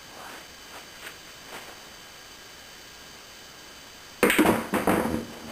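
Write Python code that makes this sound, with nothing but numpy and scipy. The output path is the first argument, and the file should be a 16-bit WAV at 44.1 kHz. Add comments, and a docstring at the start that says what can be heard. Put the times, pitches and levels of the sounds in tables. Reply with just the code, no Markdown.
"""Pool shot in a small hard room

Sleeve and cue shaft rustle, the leather tip strikes, and the cue ball clicks on a second ball,
which hits the pocket, drops into the wooden return channel and rolls away inside the table.
A small camera overhead ducks its gain at the blows and adds hiss, whine and coarse 8-bit grit."""
import sys
import numpy as np
from scipy import signal
from scipy.fft import rfft, irfft, next_fast_len
from scipy.io import wavfile
from scipy.ndimage import map_coordinates

SR = 44100
rng = np.random.default_rng(int(sys.argv[2]) if len(sys.argv) > 2 else 0)


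def wav_out(sig):
    """Save sig, one row per channel (or a flat mono array), as 16-bit PCM at SR to the path in sys.argv[1]."""
    wavfile.write(sys.argv[1], SR, np.round(np.clip(np.atleast_2d(sig).T, -1, 1) * 32767).astype(np.int16))


N = 242991
TIME = np.arange(N) / SR

# the tip's double contact: start_s, level_db, corner_hz, room_db
TIP_HITS = [(4.2291, -9.5, 2430, -3), (4.2303, -9.5, 6060, -1)]
# colour of the tap: freq_hz, gain_db
TIP_COLOUR = [(40, -18.5), (120, -17.5), (230, 5.5), (500, 5), (700, -17.5), (1100, -5), (1700, -9),
              (2400, -5.5), (3200, -24), (5000, -33.5)]
# ring of the cue: pitch_hz, level_db, t60_s
CUE_RING = [(243, -11, 0.21), (297, -3, 0.04), (344, -11, 0.046), (482, -1.5, 0.14), (980, -17.5, .2),
            (1440, -30, 0.15), (2094, -12.5, 0.1), (2230, -24, 0.088)]

def cue_strike():
    """The leather tip taps the cue ball and sets the cue ringing."""
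    return blows(TIP_HITS, body(TIP_COLOUR, CUE_RING, ring_db=-4), near_db=2)

# cue ball on the second ball, then that ball on the pocket's edge: start_s, level_db, corner_hz, room_db
CLICK_HITS = [(4.2996, -3.5, 3750, -3), (4.3853, -13, 7100, -12)]
# colour of a click: freq_hz, gain_db
CLICK_COLOUR = [(100, -18.5), (400, -24.5), (800, -16), (1200, -9.5), (1850, -0.5), (2800, -1),
                (3500, -8.5), (4500, -18.5), (5500, -26)]

def hard_clicks(slate_delay_s=0.0013, slate_gain=0.21):
    """The collision and the pocket-edge tick: bright pulses, each with a reflection from the slate."""
    clicks = blows(CLICK_HITS, body(CLICK_COLOUR), near_db=0)
    return clicks + slate_gain * np.interp(TIME - slate_delay_s, TIME, clicks, left=0)

# ever duller hits in the pocket: start_s, level_db, corner_hz, room_db
POCKET_HITS = [(4.3858, -11, 4960, -9.5), (4.391, -3.5, 2020, -7), (4.395, -5, 1450, -9.5),
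               (4.4055, -10, 930, -11.5)]
# colour of the clunk: freq_hz, gain_db
POCKET_COLOUR = [(60, -20.5), (140, -21), (220, -3), (480, -6.5), (700, -15.5), (1400, -7), (2200, -14.5),
                 (4000, -22.5)]
# ring of the pocket: pitch_hz, level_db, t60_s
POCKET_RING = [(219, -12, 0.16), (314, 0.5, 0.12), (470, -19.5, 0.069), (902, -10, 0.062),
               (1366, -18.5, 0.069)]

def pocket_clunk():
    """The ball hits the pocket's back wall, which rings low and short."""
    return blows(POCKET_HITS, body(POCKET_COLOUR, POCKET_RING, ring_db=6), near_db=2.5)

# the drop and its bounces: start_s, thud_db, thud_corner_hz, rattle_db, gap_s, rattle_corner_hz
CHANNEL_LANDINGS = [(4.4497, -10, 520, -12, .0088, 7100), (4.7285, -22, 400, -20, .0105, 3930),
                    (4.8734, -14, 854, -18.5, .0205, 2670)]
# knocks on corners and joints: start_s, level_db, corner_hz
CHANNEL_KNOCKS = [(4.486, -11.5, 1080), (4.4904, -13, 1190), (4.4973, -13, 800), (4.5409, -20, 2200),
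                  (4.5557, -18.5, 2160), (4.977, -24, 690), (4.997, -26.5, 1210), (5.048, -23.5, 1010),
                  (5.1438, -34.5, 2980), (5.205, -30, 261)]

def channel_knocks(cabinet, rattles=3, loss_db=3.5):
    """Each landing thuds, then rattles and fades between the side walls; single knocks follow."""
    knock_room_db, thud_room_db, rattle_room_db = -6.5, -2.5, -1
    hits = [(start_s, db, corner_hz, knock_room_db) for start_s, db, corner_hz in CHANNEL_KNOCKS]
    for start_s, thud_db, thud_hz, rattle_db, gap_s, rattle_hz in CHANNEL_LANDINGS:
        hits.append((start_s, thud_db, thud_hz, thud_room_db))
        for k in range(rattles):
            hits.append((start_s + (k + 1) * gap_s, rattle_db - k * loss_db, rattle_hz, rattle_room_db))
    return blows(hits, cabinet, near_db=5)  # hidden inside the table: little arrives directly

# stretches of rolling on wood: start_s, length_s, level_db
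ROLL_RUNS = [(4.534, .055, -31.5), (4.742, .04, -31), (4.891, .285, -28)]

def roll_envelope(attack_s=0.028, fade_db_per_s=3, stop_db_per_s=201, creep_db=-45.5):
    """Each run builds, loses a little speed and dies; after the last the ball creeps on."""
    runs = np.zeros(N)
    for start_s, length_s, db in ROLL_RUNS:
        age = np.maximum(TIME - start_s, 0)
        loss_db = fade_db_per_s * age + stop_db_per_s * np.maximum(age - length_s, 0)
        runs += np.minimum(age / attack_s, 1) * amp(db - loss_db)
    return np.maximum(runs, amp(creep_db) * (TIME > ROLL_RUNS[-1][0]))

def rolling(cabinet, bumps_per_s=75, uneven=0.12, scatter_db=3, scrape_db=6.5, fade_db_per_s=23.5):
    """Uneven bumps and fine scraping drive the cabinet; the scrape fades as the ball runs deeper."""
    bump_count = np.cumsum(bumps_per_s * np.exp(uneven * wobble(60))) / SR
    bumps = np.diff(np.floor(bump_count), prepend=0) * amp(scatter_db * wobble(80))
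    chatter = unit(softened(bumps - bumps.mean(), corner_hz=260))
    away_s = np.maximum(TIME - ROLL_RUNS[-1][0], 0)
    scrape = amp(scrape_db - fade_db_per_s * away_s) * rng.standard_normal(N)
    rumble = roll_envelope() * unit(signal.fftconvolve(chatter + scrape, cabinet)[:N])
    return signal.fftconvolve(rumble, room(room_db=-10.5, near_db=-4.5))[:N]

# colour of a tap on the wood: freq_hz, gain_db
CABINET_COLOUR = [(40, -35), (80, -22.5), (140, -11.5), (200, 1), (520, -2), (800, -3), (1100, -5),
                  (1900, -7.5), (2900, -13), (4000, -25), (5500, -24.5)]
# boom of the cabinet: pitch_hz, level_db, t60_s
CABINET_RING = [(86.2, -17.5, .24), (113, -10.5, 0.24), (192, -5, 0.17), (228, -2.5, .18),
                (320, -1.5, 0.093), (502, -3.5, .08), (668, -6.5, 0.058), (958, -6, 0.078)]

def return_channel():
    """Knocks and rolling both sound through the table's wooden cabinet."""
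    cabinet = body(CABINET_COLOUR, CABINET_RING, ring_db=-5.5)
    return channel_knocks(cabinet) + rolling(cabinet)

def body(colour, modes=(), ring_db=0, size=16384):
    """An object's answer to a tap: a short minimum-phase pulse plus its ringing modes."""
    cepstrum = irfft(np.log(amp(along(colour, np.fft.rfftfreq(size, 1 / SR)))))
    cepstrum[1:size // 2] *= 2
    cepstrum[size // 2 + 1:] = 0
    pulse = irfft(np.exp(rfft(cepstrum)))
    t = np.arange(size) / SR
    ring = sum(amp(db) * decay(t, t60_s) * np.cos(2 * np.pi * hz * t) for hz, db, t60_s in modes)
    return unit(pulse) + amp(ring_db) * unit(ring)

def softened(x, corner_hz):
    """A longer, softer contact loses the treble."""
    return signal.sosfilt(signal.butter(2, corner_hz, fs=SR, output="sos"), x)

def blows(hits, response, near_db):
    """Each blow excites the object, then the room; its level is the dry energy spread over 10 ms."""
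    out = np.zeros(N + 2 * SR)
    for start_s, db, corner_hz, room_db in hits:
        hit = softened(response, corner_hz)
        hit *= amp(db) * np.sqrt(SR / 100) / np.linalg.norm(hit)
        heard = signal.fftconvolve(hit, room(room_db, near_db))
        out[round(start_s * SR):][:len(heard)] += heard
    return out[:N]

# the player's movements: peak_s, rise_s, sleeve_db, shaft_db
MOVES = [(.18, 0.083, -52, -56), (.345, 0.066, -45, -45.5), (0.763, .045, -46, -42.5),
         (.96, 0.021, -67, -50.5), (1.066, 0.039, -46.5, -37), (1.285, 0.033, -57.5, -48.5),
         (1.555, .06, -41.5, -42), (1.691, 0.025, -47.5, -55), (1.8, 0.27, -54.5, -56),
         (5.335, 0.031, -43.5, -48), (5.4, 0.048, -44.5, -54.5), (5.5, .025, -41, -46.5)]
# soft rustle of the sleeve: freq_hz, density_db
SLEEVE_COLOUR = [(100, -17), (250, -3.5), (450, 0), (900, -1), (1400, -9.5), (2500, -23.5)]
# the shaft sliding through the hand: freq_hz, density_db
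SHAFT_COLOUR = [(600, -28), (1000, -9), (1500, 1.5), (2600, 0), (3500, -5), (5000, -16)]

def handling(grain_db=1.57):
    """Cloth and skin catch and slip as the player lines up and later stands back."""
    speeds = np.array([stroke(peak_s, rise_s) for peak_s, rise_s, _, _ in MOVES])
    _, _, sleeve_db, shaft_db = np.transpose(MOVES)
    catch = amp(grain_db * wobble(120))
    sleeve = amp(sleeve_db) @ speeds * noise(SLEEVE_COLOUR)
    shaft = amp(shaft_db) @ speeds * noise(SHAFT_COLOUR)
    return catch * (sleeve + shaft)

# swings of the arm: peak_s, rise_s, level_db, centre_hz, glide_hz_per_s
ARM_SWINGS = [(.25, 0.11, -43, 1127, 3594), (.76, 0.032, -44.5, 995, 1500)]

def arm_brush(width_hz=480):
    """The arm brushes along: a hollow band of friction that rises in pitch through the swing."""
    out = np.zeros(N)
    for peak_s, rise_s, db, centre_hz, glide in ARM_SWINGS:
        phase = 2 * np.pi * np.cumsum(centre_hz + glide * (TIME - peak_s)) / SR
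        band = wobble(2 * width_hz) * np.cos(phase) + wobble(2 * width_hz) * np.sin(phase)
        out += amp(db) * stroke(peak_s, rise_s) * unit(band)
    return out

def stroke(peak_s, rise_s, fall_ratio=1.1, roundness=1.25):
    """A movement gathers speed up to its peak and slows a little more gently."""
    offset = (TIME - peak_s) / rise_s
    distance = np.maximum(-offset, offset / fall_ratio)
    return np.exp(-np.minimum(distance, 10) ** roundness)

# reverb of the hard walls: freq_hz, t60_s
ROOM_DECAY = [(100, 0.38), (500, 0.48), (1500, .56), (4000, .45)]

def room(room_db, near_db, near_t60_s=0.06, build_s=0.0061):
    """The direct path, near scatter from table and lamp, and a fresh diffuse tail from the walls."""
    hz, frame_s, bands = signal.stft(rng.standard_normal(SR * 3 // 4), SR, nperseg=256)
    bands *= decay(frame_s, along(ROOM_DECAY, hz)[:, None])
    _, tail = signal.istft(bands, SR, nperseg=256)
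    t = np.arange(len(tail)) / SR
    tail *= 1 - np.exp(-t / build_s)
    near = rng.standard_normal(len(t)) * decay(t, near_t60_s)
    early = signal.unit_impulse(len(t)) + amp(near_db) * near / np.linalg.norm(near)
    return early / np.linalg.norm(early) + amp(room_db) * tail / np.linalg.norm(tail)

# amplifier hiss: freq_hz, density_db
HISS_COLOUR = [(20, 0), (60, -0.5), (110, 0.5), (350, 2), (900, -1), (1700, -0.5), (3000, -3.5), (4000, -3),
               (5500, -6)]
# thin whine of the circuits: pitch_hz, level_db
WHINE_TONES = [(60, -66.5), (1620, -60), (3015, -58), (3085, -61), (4646, -65.5), (4704, -55.5),
               (4764, -68)]

def electronics(hiss_db=-45, drift_hz=4, flutter_db=1.5):
    """Amplifier hiss and whining tones that waver in pitch and strength."""
    whine = np.zeros(N)
    for hz, db in WHINE_TONES:
        peak = np.sqrt(2) * amp(db + flutter_db * wobble(70))
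        cycles = hz * TIME + drift_hz * np.cumsum(wobble(25)) / SR
        whine += peak * np.sin(2 * np.pi * cycles)
    return amp(hiss_db) * noise(HISS_COLOUR) + whine

def gain_control(x, limit_db=-11.5, attack_s=0.0025, release_db_per_s=25):
    """The gain ducks when the smoothed level passes the limit, then creeps back."""
    pole = np.exp(-1 / (attack_s * SR))
    level_db = 10 * np.log10(signal.lfilter([1 - pole], [1, -pole], x ** 2) + 1e-12)
    excess_db = np.maximum(level_db - limit_db, 0)
    recovery_db = release_db_per_s * TIME
    return x * amp(recovery_db - np.maximum.accumulate(excess_db + recovery_db))

def amp(db):
    """Decibels to gain."""
    return 10 ** (np.asarray(db) / 20)

def unit(x):
    """Scaled to rms 1."""
    return x / np.sqrt(np.mean(x ** 2) + 1e-20)

def decay(t, t60_s):
    """A fade of 60 dB every t60_s."""
    return np.exp(-np.log(1000) * t / t60_s)

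def along(points, hz):
    """A curve of (freq_hz, value) points read on a log frequency axis."""
    freqs, values = np.transpose(points)
    return np.interp(np.log(hz + 1), np.log(freqs + 1), values)

def wobble(rate):
    """A smooth random curve, rate knots a second."""
    return map_coordinates(rng.standard_normal(int(N * rate / SR) + 4), [TIME * rate])

def filtered(x, response):
    """An equaliser whose gain is a function of frequency."""
    size = next_fast_len(N + SR // 2)
    return irfft(rfft(x, size) * response(np.fft.rfftfreq(size, 1 / SR)), size)[:N]

def noise(colour):
    """Coloured noise of rms 1."""
    return unit(filtered(rng.standard_normal(N), lambda hz: amp(along(colour, hz))))

def scene():
    """The shot and the player, heard in mono from above the table."""
    shot = cue_strike() + hard_clicks() + pocket_clunk() + return_channel()
    return (shot + handling() + arm_brush())[None]

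def record(dry, ceiling=0.35, step=1 / 128, hold=4, input_hz=6100, top_hz=15500):
    """Ducking, soft overload, then held 8-bit samples that mirror the sound into the treble."""
    ducked = gain_control(dry[0])
    noisy = ceiling * np.tanh(ducked / ceiling) + electronics()
    dulled = filtered(noisy, lambda hz: 1 / np.sqrt(1 + (hz / input_hz) ** 20))  # lets a little alias by
    crushed = np.round(dulled[::hold] / step) * step
    held = np.repeat(crushed, hold)[:N]
    return filtered(held, lambda hz: hz < top_hz)[None]

dry = scene()
out = record(dry)
wav_out(out)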